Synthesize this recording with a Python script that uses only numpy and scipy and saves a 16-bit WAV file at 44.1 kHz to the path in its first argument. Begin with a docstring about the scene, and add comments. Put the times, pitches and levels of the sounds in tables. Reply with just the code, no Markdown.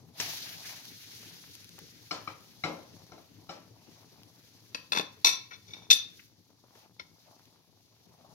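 """A pancake slaps into a hot pan and sizzles down: flickering noise bands, bright spits, dull pops.
The pan is knocked back onto its grate: damped modes, noise bursts and a rumble. Further off, steel ware
clatters and bounces in a tiled kitchen: close mode pairs, a rattle and dense echoes. The gas flame is
low noise and a drone. Two ports hear most near sounds a little apart in time and level."""
import sys
import numpy as np
from scipy import signal
from scipy.fft import rfft, irfft, next_fast_len
from scipy.io import wavfile
from scipy.ndimage import uniform_filter1d

SR = 44100
rng = np.random.default_rng(int(sys.argv[2]) if len(sys.argv) > 2 else 0)


def generate_wav(signal):
    """Clip the signal to [-1, 1] and save it as 16-bit WAV at the path in sys.argv[1]."""
    frames = np.transpose(np.atleast_2d(signal))
    scaled = np.clip(frames, -1, 1) * 32767
    pcm = np.round(scaled).astype(np.int16)
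    wavfile.write(sys.argv[1], SR, pcm)


N = 367783
SIZE = next_fast_len(N + SR)  # transform length [samples]
HZ = np.arange(SIZE // 2 + 1) * SR / SIZE

# the batter's slap: (time [s], levels in the four pan ranges [dB], t60 [s], rise [s])
SLAP = 0.199, (-24.5, -30, -20, -12.5), 0.054, 0.001
# pops of fat and dry ticks: (time [s], level [dB], centre [Hz], fall-off [dB per octave])
TICKS = [(1.165, -36, 5000, 12), (1.435, -30, 1810, 11.5), (1.779, -39.5, 4500, -1.5),
         (6.191, -17, 2080, 31), (6.219, -46, 4500, 3), (6.499, -43, 500, 4), (6.636, -24.5, 615, 19.5),
         (6.75, -37.5, 350, 2.5), (7.554, -34.5, 796, 14)]
# middles of the pan's ranges: (frequency [Hz])
PAN_RANGE_HZ = 350, 1000, 2400, 5800


def slap_and_ticks():
    """Impulsive excitation: a brief contact gives a decaying burst of noise."""
    slap_s, slap_db, slap_t60, slap_rise = SLAP
    dry = burst(slap_s, PAN_RANGE_HZ, np.array(slap_db), slap_t60, slap_rise)
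    for s, level_db, centre_hz, slope_db in TICKS:
        octaves_away = np.abs(np.log2(np.array(PAN_RANGE_HZ) / centre_hz))
        dry += burst(s, PAN_RANGE_HZ, level_db - slope_db * octaves_away, t60=0.043, rise=0.0034)
    return ports(dry, lag=5, pan_db=6) + undb(-15) * room(dry)


# (time [s], level of the sizzle [dB], level of the low middle [dB])
SIZZLE = [(0.129, -71, -72), (0.19, -49, -59.5), (0.216, -39.5, -53.5), (0.235, -41, -53),
          (0.455, -47.5, -64.5), (0.6, -52, -64), (0.691, -47, -61), (0.813, -54.5, -64.5),
          (0.98, -55.5, -77.5), (1.18, -53, -70), (1.33, -56, -69.5), (1.7, -59, -81), (2.0, -61, -77),
          (2.5, -63, -73.5), (3.0, -64, -67), (3.3, -66.5, -78.5), (3.56, -66.5, -63.5), (3.73, -69, -76),
          (3.93, -64.5, -69), (4.2, -68, -69), (4.44, -65.5, -77.5), (4.73, -67, -75), (5.6, -67, -85),
          (5.77, -66, -64), (5.881, -70.5, -67), (6.2, -62, -84.5), (6.33, -72.5, -83), (6.648, -72.5, -78),
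          (6.8, -63.5, -63), (6.9, -72.5, -75.5), (7.1, -71, -79), (7.329, -67, -70.5), (7.7, -73.5, -78),
          (7.9, -71.5, -77), (8.34, -68.5, -64.5)]


def sizzle_levels():
    """Amplitude envelope: the sizzle and low-middle levels in dB, joined by straight lines."""
    t = np.arange(N) / SR
    s, fine_db, low_db = np.transpose(SIZZLE)
    return np.interp(t, s, fine_db), np.interp(t, s, low_db)


def sizzle(fine_db, low_db):
    """Superposition of noise bands: fine sizzle, coarse spitting that follows it, low-middle shuffle."""
    # dB of spitting per dB of sizzle, and per dB of low middle
    spit_db = -50 - 7 + 1.124 * (fine_db + 50) + 0.072 * (low_db - low_db.mean())
    return undb(fine_db) * hiss(0) + undb(spit_db) * hiss(1) + undb(low_db) * hiss(2)


# The next six list the steady layers in order: sizzle, spitting, low middle, flame.
# band edges from the top down, one more than the layers: (frequency [Hz])
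EDGES_HZ = 15700, 3200, 1200, 500, 30
# spread of each band's own flicker: (level [dB])
FLICKER_DB = 1.2, 1.5, 1.5, 1.2
# spread of the crackle common to a layer's bands: (level [dB])
GRAIN_DB = 1.1, 1.6, 2.8, 3.2
# crackle rate: (rate [1/s])
GRAINS_PER_S = 90, 80, 70, 55
# power share common to both ports: (share [1])
LIKENESS = 0.19, 0.11, 0.56, 0.73
# left over right: (level [dB])
HISS_PAN_DB = 2.3, 2.3, 4.4, 7
# spectrum of the noise: (frequency [Hz], level per Hz [dB])
COLOUR = [(18, -61), (30, -31.5), (43, -35), (108, 0.5), (137, -14.5), (165, 0), (198, -9.5), (301, -7),
          (335, -11.5), (838, -9.5), (1120, -12), (2900, -5.5), (4400, -5.5), (6200, -7.5), (8400, -26),
          (10000, -15.5), (12500, -12.5), (15800, -15.5)]


def hiss(layer):
    """Modulated noise: bands up to half an octave wide flicker alone and crackle together; mid rms is 1."""
    hi_hz, lo_hz = EDGES_HZ[layer:layer + 2]
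    like, pan_db = LIKENESS[layer], HISS_PAN_DB[layer]
    band_count = int(np.ceil(2 * np.log2(hi_hz / lo_hz)))
    edges = np.geomspace(lo_hz, hi_hz, 1 + band_count)
    shape = undb(on_log(HZ, *np.transpose(COLOUR)))
    grain = undb(GRAIN_DB[layer] * walk(GRAINS_PER_S[layer]))
    # one noise for both ports, then one for each
    white = rfft(rng.standard_normal((3, SIZE)) * np.resize(grain, SIZE))
    noise = 0
    for a, b in zip(edges, edges[1:]):
        skirt = 1 / np.sqrt((1 + (a / np.maximum(HZ, 1)) ** 16) * (1 + (HZ / b) ** 16))
        band = irfft(white * shape * skirt, SIZE)[:, :N]
        noise = noise + band * undb(FLICKER_DB[layer] * walk(18))
    common = ports(noise[0], lag=5.77, pan_db=pan_db)
    separate = noise[1:] * undb([[pan_db / 2], [-pan_db / 2]])
    out = np.sqrt(like) * common + np.sqrt(1 - like) * separate
    return out / np.std(out.mean(axis=0))


# large spits of fat: (time [s], level before colouring and gain [dB])
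SPITS = [(1.5525, -35), (1.644, -38.5), (1.692, -40), (1.7895, -32.5), (4.233, -43.5)]


def spits(fine_db):
    """Random point process: fat droplets burst as bright clicks, a few large, many small with the sizzle."""
    per_s = 60
    when, size = rng.uniform(1e-6, 1, (2, int(per_s * N / SR)))
    at = (when * N).astype(int)
    kick = np.zeros(N)
    kick[at] = undb(fine_db[at] - 1 - 3 * np.log(size))  # rare ones are much larger
    s, level_db = np.transpose(SPITS)
    kick[(s * SR).astype(int)] = undb(level_db)
    t = np.arange(SR // 50) / SR
    envelope = signal.fftconvolve(kick, fade(t, t60=0.006, rise=0.00015))[:N]
    crack = envelope * rng.standard_normal(N)
    bright = undb(on_log(HZ, *np.transpose(COLOUR))) * HZ / (HZ + 2500)
    crack = irfft(rfft(crack, SIZE) * bright, SIZE)[:N]
    return ports(undb(17) * crack, lag=5, pan_db=4)


# resonances of the pops: (centre [Hz], width [Hz], level [dB])
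POP_TONES = [(220, 200, 0), (800, 700, -3)]


def pops(low_db):
    """Bubble resonance: steam bursts under the batter in short dull pops at random moments."""
    per_s, scatter_db, top_hz = 45, 14, 1500
    when, size, hand = rng.uniform(0, 1, (3, int(per_s * N / SR)))
    kick = np.zeros(N)
    kick[(when * N).astype(int)] = np.sign(hand - .5) * undb(-scatter_db * size)
    kick = signal.sosfilt(signal.butter(3, top_hz, fs=SR, output="sos"), kick)
    pop = 0
    for hz, width, level_db in POP_TONES:
        tone = signal.lfilter(*signal.iirpeak(hz, hz / width, fs=SR), kick)
        pop = pop + undb(level_db) * SR / width / 2 / np.pi * tone
    follow = undb(-50 + 0.7 * (low_db - low_db.mean()))
    return ports(pop * follow, lag=5, pan_db=5)


# contacts of pan and grate, one list for each set-down:
# (time [s], level [dB], low [dB], middle [dB], upper [dB], top [dB], rumble t60 [s])
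KNOCKS = [
    [(2.109, -21, -19.5, -12, -18, -16, 0.22)],
    [(2.274, -31.5, -13.5, -6, -13.5, -19.5, 0.16)],
    [(2.637, -25.5, -14.5, -9.5, -6.5, -12, 0.14), (2.649, -27, -9.5, -9, -27, -22, 0.41)],
    [(3.118, -36.5, -14, -10.5, -22.5, -27, 0.22), (3.179, -42.5, -15, -12, -23, -25, 0.14)],
    [(3.491, -29, -17, -13, -18.5, -18, 0.26)],
]
# mode groups of the pan: (centre [Hz], nominal spread [Hz])
PAN_MODES = [(165, 10), (312, 36), (735, 44), (1200, 104), (1360, 25), (2170, 64), (2320, 58), (2940, 100),
             (3150, 60), (3970, 100), (4250, 110), (5230, 155), (5800, 85)]
# excitation of those groups, one row for each set-down, one column for each group: (level [dB])
PAN_WAKE_DB = [(-3, 1, -4, -5, -1, -6, -2, -3, -7, -12, -2, -1, -17),
               (0, -1, -5, -1.5, -6, -5, -3, -12, -11, -3, -3, -4, -19),
               (-3, -3.5, -4, -1, 1, 1, -11, -8, -9, 5, -14, -2, -7.5),
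               (0, -10, -1, -15, -6, 0, -6, -8, -8, 0, -2, 0, 0),
               (5, 0, 0, -15, -1.5, -11, 1, 2, -9, -2, -14, 1, -10)]
# level of each range's second, shorter decay, relative to the first: (level [dB])
PAN_SECOND_DB = -22, -6, -3, 3


def knocks():
    """Damped modal vibration: heavy held pan and grate clank, then the hob rumbles on, darker, in the room."""
    rise = 0.0013
    clank = rumble = 0
    for contacts, wake_db in zip(KNOCKS, PAN_WAKE_DB):
        modes = np.c_[PAN_MODES, wake_db]
        for s, level_db, *spot_db, rumble_t60 in contacts:
            spot_db = level_db + np.array(spot_db)
            tones = ring(s, modes, PAN_RANGE_HZ, spot_db, 0.058, rise, PAN_SECOND_DB,
                         second_t60=0.037, count=3, loose=0.34)
            # broadband crack at the start of each knock
            crack = burst(s, PAN_RANGE_HZ, spot_db + 5.5, 0.032, rise)
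            clank = clank + undb(-3) * tones + crack
            rumble = rumble + burst(s, PAN_RANGE_HZ, spot_db + [7.9, 3.0, 3.4, 6.0], rumble_t60, 0.0037)
    near = ports(clank + rumble, lag=5.7, pan_db=6.5, twist=1)
    return near + undb(-1) * room(rumble + undb(-8) * clank)


# steel ware contacts, one list for each fall: (time [s], level [dB], brightness [dB per octave])
CLATTER = [
    [(4.746, -16.5, 2.1)],
    [(4.92, -13.5, 2), (4.931, -17, -0.5), (4.949, -18, 0), (4.961, -18.5, -1), (4.972, -12.5, -1),
     (4.984, -18.5, 3.4), (4.995, -18.5, -3), (5.008, -23, 1)],
    [(5.246, -2.5, -2), (5.258, -9, 1), (5.269, -7, -2), (5.29, -12, 0.5), (5.33, -22, -2.5)],
    [(5.505, -38.5, -2.5), (5.526, -37, 5)],
    [(5.672, -41.5, 1), (5.7, -40.5, 2.5), (5.734, -32, 0.5), (5.757, -44, -2), (5.822, -44.5, 0.5)],
    [(5.902, -5.5, 1), (5.908, -5, -2.5), (5.913, -5, 1), (5.927, -7.5, 5.5)],
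    [(6.9915, -34.5, 0), (6.996, -31.5, -0.7)],
]
# how each fall lands: (thud [dB], low [dB], middle [dB], upper [dB], high [dB], top [dB],
# ring over rattle [dB], second decay [dB], nominal ring t60 [s])
LANDING = [(-12.5, -15.5, -7, -11.5, -19.5, -33, -8.5, 1, 0.032),
           (-17.5, -13.5, -12.5, -10, -17, -27, -8.5, -2.5, 0.033),
           (-36, -29, -21, -12.5, -11.5, -28, -6, 4, 0.041),
           (-32, -11.5, -6.5, -9, -17, -47, -7, -4.5, 0.055),
           (-18.5, -19.5, -11, -8, -12, -38, -9, 2, 0.051),
           (-37.5, -32, -15.5, -5, -13, -26, -7, 0.5, 0.044),
           (-22, -14.5, -6.5, -13, -13.5, -36, -6, -26, 0.037)]
# mode groups of the steel: (centre [Hz], nominal spread [Hz])
STEEL_MODES = [(1022, 14), (1370, 95), (1870, 25), (2180, 40), (2270, 50), (2555, 30), (2625, 18),
               (3110, 50), (3521, 31), (3640, 22), (4030, 45), (4190, 70), (4580, 80), (4880, 70),
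               (5390, 60), (5684, 66), (6035, 20), (7390, 83), (7620, 37), (8810, 45), (9750, 46),
               (10060, 50), (10450, 50), (11640, 110), (11940, 25), (13050, 62), (13950, 37), (14480, 49)]
# excitation of the lower groups, one row for each fall, one column for each group: (level [dB])
WAKE_DB = [(0.0, -4, -31.5, -27, -15.0, 1.5, -4.5, -31, -15.0, -13, -3, -6.5, -0.5, -3, -9, -3.5, -8),
           (0.0, -2.5, -21, -13.5, -9, -1, -1, -16.5, 1, -5.5, -5.5, -7, -2, -6, -5.5, -2, 1.5),
           (0.0, -4.5, -16.5, -16, -2.5, -3.5, -1, -26.5, -2, 0.5, -5, -5, -7.5, -17, -15, 1, -2.5),
           (0.0, -4.5, -5, -11.5, -0.5, -17, -7.0, -17.5, -1.5, -8.5, -6.5, -6.0, -14.5, -17, -3.5, 0.5, 0.0),
           (0.0, -1.5, -16, -8.5, 0.5, -14, -15.5, -22.5, -2, 0.0, -9.0, -9.5, -14, -10.5, -6.5, 3, 0.5),
           (0.0, -9.5, -13.5, -14.5, -18.5, -11, 1.5, -25, -0.9, -1.5, -11, -15, -15.5, -10, -7.5, -5.5, 0.5),
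           (0.0, -4.5, -28, 6, -15, -18, -21, -4, 0, -1, -9, -2, -10, -4.5, -2, -5, -14)]
# excitation of the groups above 7 kHz, alike in every fall: (level [dB])
STEEL_TOP_DB = 1.5, -7.5, -3, -2.5, -2.5, -7, -1, -3.5, -4, -5, -7
# middles of the steel's ranges: (frequency [Hz])
STEEL_RANGE_HZ = 400, 1100, 2500, 3900, 5700, 8500
# ring over rattle in each range: (level [dB])
STEEL_RING_DB = 4, 3, 4, 5, 3.5, -2.5
# level of each range's second, longer decay, added to the fall's own: (level [dB])
STEEL_SECOND_DB = -20, -33, -28, -35, -24.5, -5
# room's answer to each fall: (level [dB])
ECHO_DB = -9, -11, -6.5, -11.5, -6, -11.5, -14
# left over right of each fall, before the right port's own trim: (level [dB])
FALL_PAN_DB = 6.5, 6.4, 5.7, 7.8, 2.5, 5.2, 7.9
# dips in the spectrum of the whole clatter, echoes included: (centre [Hz], width [Hz], gain [dB])
DIPS = [(2960, 220, -5.5), (7090, 170, -8)]


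def clatter():
    """Modal vibration under repeated impact: thin steel rings, cracks and rattles at each bounce."""
    dry = wet = 0
    octaves = np.log2(np.array(STEEL_RANGE_HZ) / STEEL_RANGE_HZ[3])
    falls = zip(CLATTER, LANDING, WAKE_DB, ECHO_DB, FALL_PAN_DB)
    for contacts, (*spot_db, ring_db, second_db, held_s), wake_db, echo_db, pan_db in falls:
        fall = 0
        modes = np.c_[STEEL_MODES, [*wake_db, *STEEL_TOP_DB]]
        for s, level_db, bright_db in contacts:
            db = level_db + np.array(spot_db) + bright_db * octaves
            rise, t60 = 0.00071, held_s
            if level_db < -34:  # faint contacts slide: soft start, longer sound
                rise, t60 = 0.012, 1.58 * held_s
                db = db + 8.5
            tones = ring(s, modes, STEEL_RANGE_HZ, db + STEEL_RING_DB, t60, rise,
                         second_db + np.array(STEEL_SECOND_DB), second_t60=0.15, count=2, loose=0.34)
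            crack = burst(s, STEEL_RANGE_HZ, db + 8, 0.023, rise)
            rattle_db = db + [10.5, 5.0, 3.5, 3.0, 8.5, 4.0]
            rattle = burst(s, STEEL_RANGE_HZ, rattle_db, 1.22 * t60, max(rise, 0.002))
            fall = fall + undb(ring_db) * tones + crack + rattle
        dry = dry + fall * undb([[pan_db / 2], [-pan_db / 2]])
        wet = wet + undb(echo_db) * fall
    right = ports(dry[1], lag=16.62, pan_db=1, twist=0.4)[1]
    both = np.array([dry[0], right]) + room(wet)
    dip_db = sum(db * np.exp(-((HZ - hz) / width) ** 2) for hz, width, db in DIPS)
    return irfft(rfft(both, SIZE) * undb(dip_db), SIZE)[:, :N]


# level of the flame: (time [s], level [dB])
ROAR = [(0, -58.5), (0.95, -62.5), (2.3, -61), (4.2, -62.5), (4.5, -64.5), (5.8, -62), (6.33, -67),
        (7.65, -70.5), (7.9, -67), (8.34, -63)]
# drone of the burner: (centre [Hz], width [Hz], mean level [dB])
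DRONE = [(115, 17, -69)]


def flame(low_db):
    """Combustion noise: a low broadband roar, with noise through a narrow resonance as the burner's drone."""
    t = np.arange(N) / SR
    roar_db = np.interp(t, *np.transpose(ROAR)) + 0.049 * (low_db - low_db.mean())
    out = undb(roar_db) * hiss(3)
    for hz, width, level_db in DRONE:
        drone = signal.lfilter(*signal.iirpeak(hz, hz / width, fs=SR), rng.standard_normal(N))
        out = out + undb(level_db + roar_db - roar_db.mean()) * drone / drone.std()
    return out


# reverberation: (frequency [Hz], t60 [s])
ROOM = [(100, 0.33), (400, 0.35), (1500, 0.4), (5000, 0.32), (14000, 0.063)]


def room(x, bass_hz=400):
    """Diffuse reverberation: tiles answer with dense echoes, alike at both ports only in the bass."""
    t = np.arange(SR // 2) / SR
    tail = np.zeros((2, len(t)))
    for hz in 70 * 2. ** np.arange(8):
        top_hz = min(hz * (2 if hz > 8000 else np.sqrt(2)), 17000)
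        sos = signal.butter(2, [hz / np.sqrt(2), top_hz], "band", fs=SR, output="sos")
        like = 1 / (1 + (hz / bass_hz) ** 2)
        noise = rng.standard_normal((3, len(t)))
        noise = np.sqrt(like) * noise[0] + np.sqrt(1 - like) * noise[1:]
        t60 = on_log(hz, *np.transpose(ROOM))  # the treble dies first
        tail += signal.sosfilt(sos, noise) * undb(-60 * t / t60)
    tail *= 1 - np.exp(-t / 0.00029)
    tail /= np.sqrt(np.sum(tail ** 2) / 2)
    return signal.fftconvolve(x[None], tail * undb([[1.5], [-1.5]]), axes=1)[:, :N]


def ring(s, modes, group_hz, spot_db, t60, rise, second_db, second_t60, count, loose):
    """Modal superposition: a blow wakes close modes in each group; a second part decays at its own rate."""
    t = np.arange(SR // 4) / SR
    hz, spread, db = np.repeat(np.transpose(modes), count, axis=1)
    group = np.argmin(np.abs(np.log(hz[:, None] / group_hz)), axis=1)
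    db = db - np.array([db[group == g].max() for g in group])  # counted from the loudest of its range
    gain_chance, pitch_chance, phase = rng.uniform(-1, 1, (3, len(hz)))
    # place in the group, a little off at each blow
    side = np.resize(np.linspace(-1, 1, count), len(hz)) + loose * pitch_chance
    gain = undb(db + np.asarray(spot_db)[group] + 3 * gain_chance)
    mode_hz = hz + .6 * spread * side
    tones = np.sin(2 * np.pi * (mode_hz[:, None] * t + phase[:, None]))
    # loose parts chatter against each other: every mode throbs on its own
    throb = rng.standard_normal((len(hz), len(t) // 300 + 1))
    throb = np.repeat(throb, 300, axis=1)[:, :len(t)]
    tones = tones * undb(4.28 * uniform_filter1d(throb, size=200, axis=1))
    first = gain @ tones
    second = (gain * undb(second_db)[group]) @ tones
    return place(s, first * fade(t, t60, rise) + second * fade(t, second_t60, rise))


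def burst(s, group_hz, spot_db, t60, rise):
    """Filtered noise: a decaying puff in the colour of the blow, thin outside its ranges."""
    t = np.arange(SR // 3) / SR
    hz = np.arange(len(t) // 2 + 1) * SR / len(t)
    points_hz = [group_hz[0] / 4, *group_hz, 2 * group_hz[-1]]
    tint_db = on_log(hz, points_hz, [spot_db[0] - 14, *spot_db, spot_db[-1] - 26.5])
    # the ranges widen with pitch; no deep bass
    tint = undb(tint_db) / np.sqrt(np.maximum(hz, 100) / 3000) * (hz / (hz + 35)) ** 2
    noise = irfft(rfft(rng.standard_normal(len(t))) * tint, len(t))
    return place(s, noise * fade(t, t60, rise))


def fade(t, t60, rise):
    """Exponential decay: a soft start, then 60 dB of fall in each t60."""
    return (1 - np.exp(-t / np.maximum(rise, 1e-4))) ** 2 * undb(-60 * t / np.maximum(t60, .004))


def place(s, sound):
    """Time shift: the sound at its moment in silence."""
    out = np.zeros(N + SR)
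    start = int(s * SR)
    out[start:start + len(sound)] = sound
    return out[:N]


def ports(x, lag, pan_db, twist=0):
    """Interaural-style cues: the right port lags by samples and differs in level; twist varies its phase."""
    turn = np.interp(HZ, np.arange(64) * 350, rng.standard_normal(64))
    turn = twist * turn * np.minimum(HZ / 2000, 1)  # a wide plate: another phase at each pitch
    late = irfft(rfft(x, SIZE) * np.exp(1j * turn - 2j * np.pi * HZ * lag / SR), SIZE)[:N]
    return np.array([x * undb(pan_db / 2), late * undb(-pan_db / 2)])


def walk(rate):
    """Random modulation: a new level every 1 / rate s, joined by straight slopes; spread near 1."""
    k = int(SR / rate)
    steps = np.repeat(rng.standard_normal(N // k + 1), k)
    return 1.31 * uniform_filter1d(steps, k)[:N]


def on_log(hz, xs, ys):
    """Logarithmic pitch scale: straight lines on a log-frequency axis."""
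    return np.interp(np.log(np.maximum(hz, 1)), np.log(xs), ys)


def undb(db):
    """Logarithmic level scale: decibels to amplitude gain."""
    return 10 ** (np.asarray(db) / 20)


def scene():
    """Linear superposition: all sources add at both ports."""
    fine_db, low_db = sizzle_levels()
    pancake = slap_and_ticks() + sizzle(fine_db, low_db) + spits(fine_db) + pops(low_db)
    return pancake + knocks() + clatter() + flame(low_db)


def record(dry):
    """Band limiting and saturation: the microphone loses deep bass, rounds loud peaks and cuts the top."""
    dry = signal.sosfilt(signal.butter(3, 45, "high", fs=SR, output="sos"), dry)
    rounded = .9 * np.tanh(dry / .9)
    return signal.sosfilt(signal.ellip(10, .2, 70, 15800, fs=SR, output="sos"), rounded)


dry = scene()
out = record(dry)
generate_wav(out)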